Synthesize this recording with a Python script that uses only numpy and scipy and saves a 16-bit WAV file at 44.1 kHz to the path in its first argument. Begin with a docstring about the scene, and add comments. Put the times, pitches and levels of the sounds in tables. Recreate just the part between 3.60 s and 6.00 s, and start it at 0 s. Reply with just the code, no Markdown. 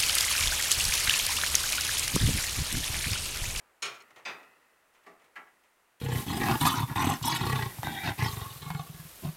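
"""A quiet room, one microphone close to a small pet cage whose wire door is swung shut and latched by hand.
The door clanks against the bars and settles with a tick, a bar is struck, the frame takes a dull knock
and the catch snaps over. Each blow rings a few clear wire modes over the dense jangle of the mesh and
shakes the hollow plastic tray; light touches of wire on wire fall between. A faint afterring and a
treble sizzle trail the blows into the soft room tone."""
import sys
import numpy as np
from scipy import signal
from scipy.fft import rfft, irfft
from scipy.io import wavfile

SR = 44100
rng = np.random.default_rng(int(sys.argv[2]) if len(sys.argv) > 2 else 0)


def dump(signal):
    """Clip the signal to [-1, 1] and save it as 16-bit WAV at the path in sys.argv[1]."""
    limited = np.clip(np.atleast_2d(signal).T, -1, 1)
    pcm = np.round(limited * 32767).astype(np.int16)
    wavfile.write(sys.argv[1], SR, pcm)


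N = 105840

# blows and rebounds: start_s, part, mesh_gain_db, mode_gain_db, tray_gain_db, rise_s, length_ratio
BLOWS = [(0.2211, "door", -8, -13.5, -16, 0.0026, 0.99), (0.225, "door", -5.5, -2, -4.5, 0.0018, 1),
         (0.2540, "door", -9, -16, -5, 0.0022, 1), (0.343, "door", -20, -27, -21, 0.013, 0.58),
         (0.401, "door", -25.5, -17, -15, 0.009, 0.3), (0.6513, "bar", -0.5, 0.5, -8.5, 0.0084, .92),
         (0.68, "bar", -7.5, -27, -10, .003, 1), (0.6955, "bar", -13, -26, -16.5, 0.0016, 0.65),
         (0.796, "bar", -23, -36, -22, 0.0024, 0.31), (0.829, "bar", -23, -34, -35, 0.0023, .45),
         (1.462, "frame", -0.5, -0.5, -27, 0.0048, 0.99), (1.7565, "catch", 2.5, 1, -15, 0.0082, 0.65),
         (1.867, "catch", -21, -15, -31, 0.0046, 0.44)]
# light touches of wire on wire: start_s, gain_db, rise_s, length_ratio, tilt_db_per_octave
WIRE_TOUCHES = [(0.505, -1, 0.003, 0.26, -0.5), (0.560, 0.5, 0.0018, 1, 0), (0.58, -9.5, 0.0024, 0.69, 3),
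                (1.337, -9, 0.014, 0.98, 2), (1.432, -11.5, 0.0072, 0.96, 0.5),
                (1.594, -10.5, 0.0053, 0.74, -1), (1.618, -11.5, 0.0045, 0.39, 2),
                (1.641, -10, 0.003, 0.78, 1.5), (2.033, -11.5, 0.0052, 0.61, 1)]

# clear modes of each struck part, before a blow's gain: pitch_hz, level_db
DOOR_RING = [(1142, -44), (1203, -68), (1322, -71), (1361, -40), (2227, -41), (2375, -40.5), (2411, -39),
             (2437, -39), (2530, -44), (2893, -60), (2917, -43), (3197, -42), (3620, -74), (4208, -48),
             (4245, -37.5)]
THIN_WIRE_RING = [(4613, -47), (5084, -67), (5241, -53), (5391, -47), (5418, -44), (5474, -45), (6562, -56),
                  (6595, -36), (7169, -42), (7224, -47), (8311, -42.5), (9364, -61), (9970, -41)]
BAR_RING = [(818, -53.5), (1002, -52), (1250, -49.5), (1298, -70), (1359, -50.5), (1738, -48.5),
            (1860, -54), (1940, -45), (2036, -57), (2372, -43), (2485, -46), (2557, -40.5), (3590, -46),
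            (4815, -42.5), (6121, -48), (7750, -54)]
FRAME_RING = [(180, -65.5), (283, -62.5), (406, -54), (642, -61), (665, -56), (759, -59.5), (833, -54),
              (1156, -50), (1770, -61), (1850, -66), (1966, -60), (4447, -68.5)]
CATCH_RING = [(769, -55.5), (835, -59), (1146, -50.5), (1317, -53), (1349, -48.5), (1643, -46.5),
              (1659, -48.5), (1737, -64), (1970, -47), (2100, -55), (2240, -50), (2290, -76), (2869, -66),
              (3117, -57.5)]
# hollow modes of the plastic tray under the cage, before a blow's gain: pitch_hz, level_db
TRAY_RING = [(123, -60.5), (135, -67), (184, -62.5), (224, -65), (278, -71), (360, -54.5), (392, -56.5),
             (410, -51), (497, -56.5), (690, -53)]
# free wires that sing on once the bar is struck: pitch_hz, level_db
FREE_WIRE_RING = [(997, -68), (1860, -64.5), (2557, -61.5)]

# jangle of the mesh for each kind of contact, before its gain: frequency_hz, density_db_per_hz
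DOOR_JANGLE = [(70, -102), (125, -85), (250, -88), (390, -70.5), (700, -75), (1300, -63.5), (1800, -68),
               (2500, -64.5), (4300, -68), (4850, -74), (5400, -65), (5900, -73), (6700, -68.5),
               (7700, -79), (9800, -76), (10800, -87), (15500, -92)]
BAR_JANGLE = [(60, -102), (115, -81), (250, -75), (500, -74.5), (900, -70), (2000, -68), (2550, -66),
              (3050, -76.5), (3600, -71.5), (4300, -80), (6200, -82.5), (7000, -88.5), (7800, -92),
              (10500, -102), (15500, -106)]
FRAME_JANGLE = [(80, -105), (180, -85.5), (400, -82.5), (700, -83.5), (1000, -87.5), (1250, -82.5),
                (1500, -92), (1900, -81.5), (3300, -99), (5600, -100), (8000, -108), (15500, -112)]
CATCH_JANGLE = [(90, -103), (240, -82), (550, -85), (800, -80.5), (1400, -76), (2200, -75.5), (2900, -84.5),
                (3500, -94.5), (4400, -95), (6500, -102), (15500, -107)]
TOUCH_JANGLE = [(60, -108), (125, -86), (200, -99), (350, -88), (750, -85.5), (1300, -86.5), (1550, -92.5),
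                (1900, -84), (2900, -91), (3900, -96.5), (4800, -103), (6000, -100.5), (9000, -107),
                (15500, -114)]

# usual decay of mesh and clear modes, scaled by the length and sustain ratios: frequency_hz, t60_s
MESH_DECAY = [(120, 0.4), (400, 0.59), (1100, 0.49), (2400, .32), (4500, 0.26), (8000, 0.23), (14000, 0.13)]
MODE_DECAY = [(400, 0.5), (1200, 0.51), (2500, .38), (5000, 0.23), (10000, 0.091)]
# colour of the whole cage's afterring in the room: frequency_hz, relative_db
AFTERRING_COLOUR = [(100, -19.5), (200, -4), (400, -0.5), (700, -3), (1150, -1.5), (1400, 4), (1600, -9.5),
                    (1820, 2.5), (2030, 4), (2230, -23), (2600, -1.5), (3200, -14), (8000, -23)]
# room tone and hiss, before the swell: frequency_hz, density_db_per_hz
ROOM_SPECTRUM = [(30, -113), (70, -112), (140, -116), (300, -110), (450, -105), (1300, -103.5),
                 (2000, -106), (2700, -109), (3400, -114), (5500, -117.5), (8500, -115), (12500, -118),
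                 (15500, -120)]
# level of the middle range below the hiss over time, lifted at the start by a sound already dying away by 0.2
# s, then drifting gently: # time_s, gain_db
ROOM_TONE_SWELL = [(0, 8.5), (.18, 2.5), (1.0, 0.5), (1.6, 3.5), (2.1, 0), (2.4, 0.5)]

# what sounds when each part is struck: modes, jangle, sustain_ratio
PARTS = {"door": (DOOR_RING + THIN_WIRE_RING, DOOR_JANGLE, 0.99),
         "bar": (BAR_RING, BAR_JANGLE, 1.17),
         "frame": (FRAME_RING, FRAME_JANGLE, 0.72),
         "catch": (CATCH_RING, CATCH_JANGLE, 0.89)}

SETTLE_S = 0.422   # the door comes to rest
TIME_S = np.arange(N) / SR
BIN_HZ = np.arange(N // 2 + 1) * SR / N


def from_db(db):
    """Decibels to gain."""
    return 10 ** (np.asarray(db) / 20)


def at_hz(points, hz):
    """Read a table on a log-frequency axis."""
    frequencies, values = np.transpose(points)
    return np.interp(np.log(np.maximum(hz, 1)), np.log(frequencies), values)


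def noise_spectrum(density_db):
    """Spectrum of a noise with the given dB per Hz."""
    return rfft(rng.standard_normal(N)) * np.sqrt(SR / 2) * from_db(density_db)


def decay(start_s, t60_s):
    """A sudden onset that falls 60 dB in t60_s."""
    age_s = TIME_S - start_s
    return (age_s >= 0) * np.exp(-np.log(1000) * np.abs(age_s) / t60_s)


def envelope(start_s, rise_s, t60_s, hz, slow_below_hz=740):
    """A quick swell, then a decay; in the bass the cage takes longer to start moving."""
    swell_s = rise_s * (1 + slow_below_hz / hz)
    return np.clip((TIME_S - start_s) / swell_s, 0, 1) * decay(start_s, t60_s)


def room_tone(hiss_from_hz=1960):
    """The room behind the cage: steady hiss above a soft middle range; a fading sound, already dying as the
    scene begins, lifts that range until about 0.2 s, then it drifts slowly up and down."""
    noise = noise_spectrum(at_hz(ROOM_SPECTRUM, BIN_HZ))
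    low_share = 1 / (1 + (BIN_HZ / hiss_from_hz) ** 4)
    swell = from_db(np.interp(TIME_S, *np.transpose(ROOM_TONE_SWELL)))
    return swell * irfft(noise * low_share, N) + irfft(noise * (1 - low_share), N)


def ring(start_s, rise_s, length, modes, waver_depth=0.26, waver_hz=24.4):
    """Clear modes of a struck part, each wavering slowly at random."""
    out = 0
    for hz, level_db in modes:
        knots = rng.standard_normal(128)
        waver = 1 + waver_depth * np.interp((TIME_S - start_s) * waver_hz, np.arange(len(knots)), knots)
        tone = np.sin(2 * np.pi * (hz * TIME_S + rng.random()))
        t60_s = at_hz(MODE_DECAY, hz) * length
        out += from_db(level_db) * waver * tone * envelope(start_s, rise_s, t60_s, hz)
    return out


def mesh_jangle(start_s, rise_s, length, density_db, crack_from_hz=3200):
    """Countless close modes of the mesh: a treble crack on contact, then each band dies at its own rate."""
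    jangle = noise_spectrum(density_db)
    crack = 0.81 * decay(start_s, t60_s=0.025)
    centres_hz = [hz for hz, _ in MESH_DECAY]
    out = 0
    for (hz, t60_s), weights in zip(MESH_DECAY, np.eye(len(centres_hz))):
        band_share = at_hz(list(zip(centres_hz, weights)), BIN_HZ)   # neighbouring bands crossfade
        band = irfft(jangle * band_share, N)
        treble_share = hz ** 2 / (hz ** 2 + crack_from_hz ** 2)
        out += band * (envelope(start_s, rise_s, t60_s * length, hz) + treble_share * crack)
    return out


def clanks(damping_db=-7, damping_s=0.036):
    """Each blow rings its part and shakes mesh and tray; the door is damped once it settles."""
    damping = from_db(damping_db * np.clip((TIME_S - SETTLE_S) / damping_s, 0, 1))
    out = 0
    for start_s, part, mesh_db, mode_db, tray_db, rise_s, length in BLOWS:
        modes, jangle, sustain = PARTS[part]
        wires = from_db(mode_db) * ring(start_s, rise_s, length * sustain, modes)
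        tray = from_db(tray_db) * ring(start_s, rise_s, length, TRAY_RING)
        mesh = mesh_jangle(start_s, rise_s, length, at_hz(jangle, BIN_HZ) + mesh_db)
        out += (wires + tray + mesh) * (damping if part == "door" else 1)
    return out


def afterring(cage, gain_db=-17.5, t60_s=2.1, swinging_db=-2.5):
    """The blows' energy spreads over the whole cage and dies slowly as a diffuse mid-range ring."""
    tail = irfft(noise_spectrum(at_hz(AFTERRING_COLOUR, BIN_HZ)), N)
    # the loose, swinging door passes less of its energy to the cage
    passed = cage * from_db(swinging_db * (TIME_S < SETTLE_S))
    pole = np.exp(-2 * np.log(1000) / (t60_s * SR))
    energy = signal.lfilter([1 - pole], [1, -pole], passed ** 2)
    return from_db(gain_db) * np.sqrt(energy) * tail / np.std(tail)


def sizzle(cage, gain_db=-22, t60_s=0.35, from_hz=2000):
    """A faint treble hiss that rises with each blow and lingers after it."""
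    pole = np.exp(-np.log(1000) / (t60_s * SR))
    motion = signal.lfilter([1 - pole], [1, -pole], np.abs(cage))
    highpass = signal.butter(2, from_hz, "high", fs=SR, output="sos")
    return from_db(gain_db) * motion * signal.sosfilt(highpass, rng.standard_normal(N))


def door_tick(gain_db=-50, centre_hz=7900):
    """The door comes to rest with one tiny, bright contact."""
    burst = rng.standard_normal(N) * decay(SETTLE_S, t60_s=0.014)
    return from_db(gain_db) * signal.lfilter(*signal.iirpeak(centre_hz, Q=2, fs=SR), burst)


def wire_touches(pivot_hz=1500):
    """Light contacts of wire on wire only stir the mesh, each with its own treble tilt."""
    octaves = np.log2(np.maximum(BIN_HZ, 100) / pivot_hz)
    density_db = at_hz(TOUCH_JANGLE, BIN_HZ)
    return sum(mesh_jangle(start_s, rise_s, length, density_db + gain_db + tilt * octaves)
               for start_s, gain_db, rise_s, length, tilt in WIRE_TOUCHES)


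def singing_wires(sustain=3.86):
    """A few free wires ring on quietly after the first blow to the bar."""
    start_s, *_, rise_s, length = next(blow for blow in BLOWS if blow[1] == "bar")
    return ring(start_s, rise_s, length * sustain, FREE_WIRE_RING)


def scene():
    """The cage close to one microphone, the quiet room behind it."""
    cage = clanks() + door_tick() + wire_touches()
    return (room_tone() + cage + afterring(cage) + sizzle(cage) + singing_wires())[None]


def record(dry):
    """The microphone's signal, with the top cut steeply."""
    cutoff_hz = 15800
    lowpass = signal.ellip(10, 0.1, 70, cutoff_hz, fs=SR, output="sos")
    return signal.sosfilt(lowpass, dry)


dry = scene()
out = record(dry)
dump(out)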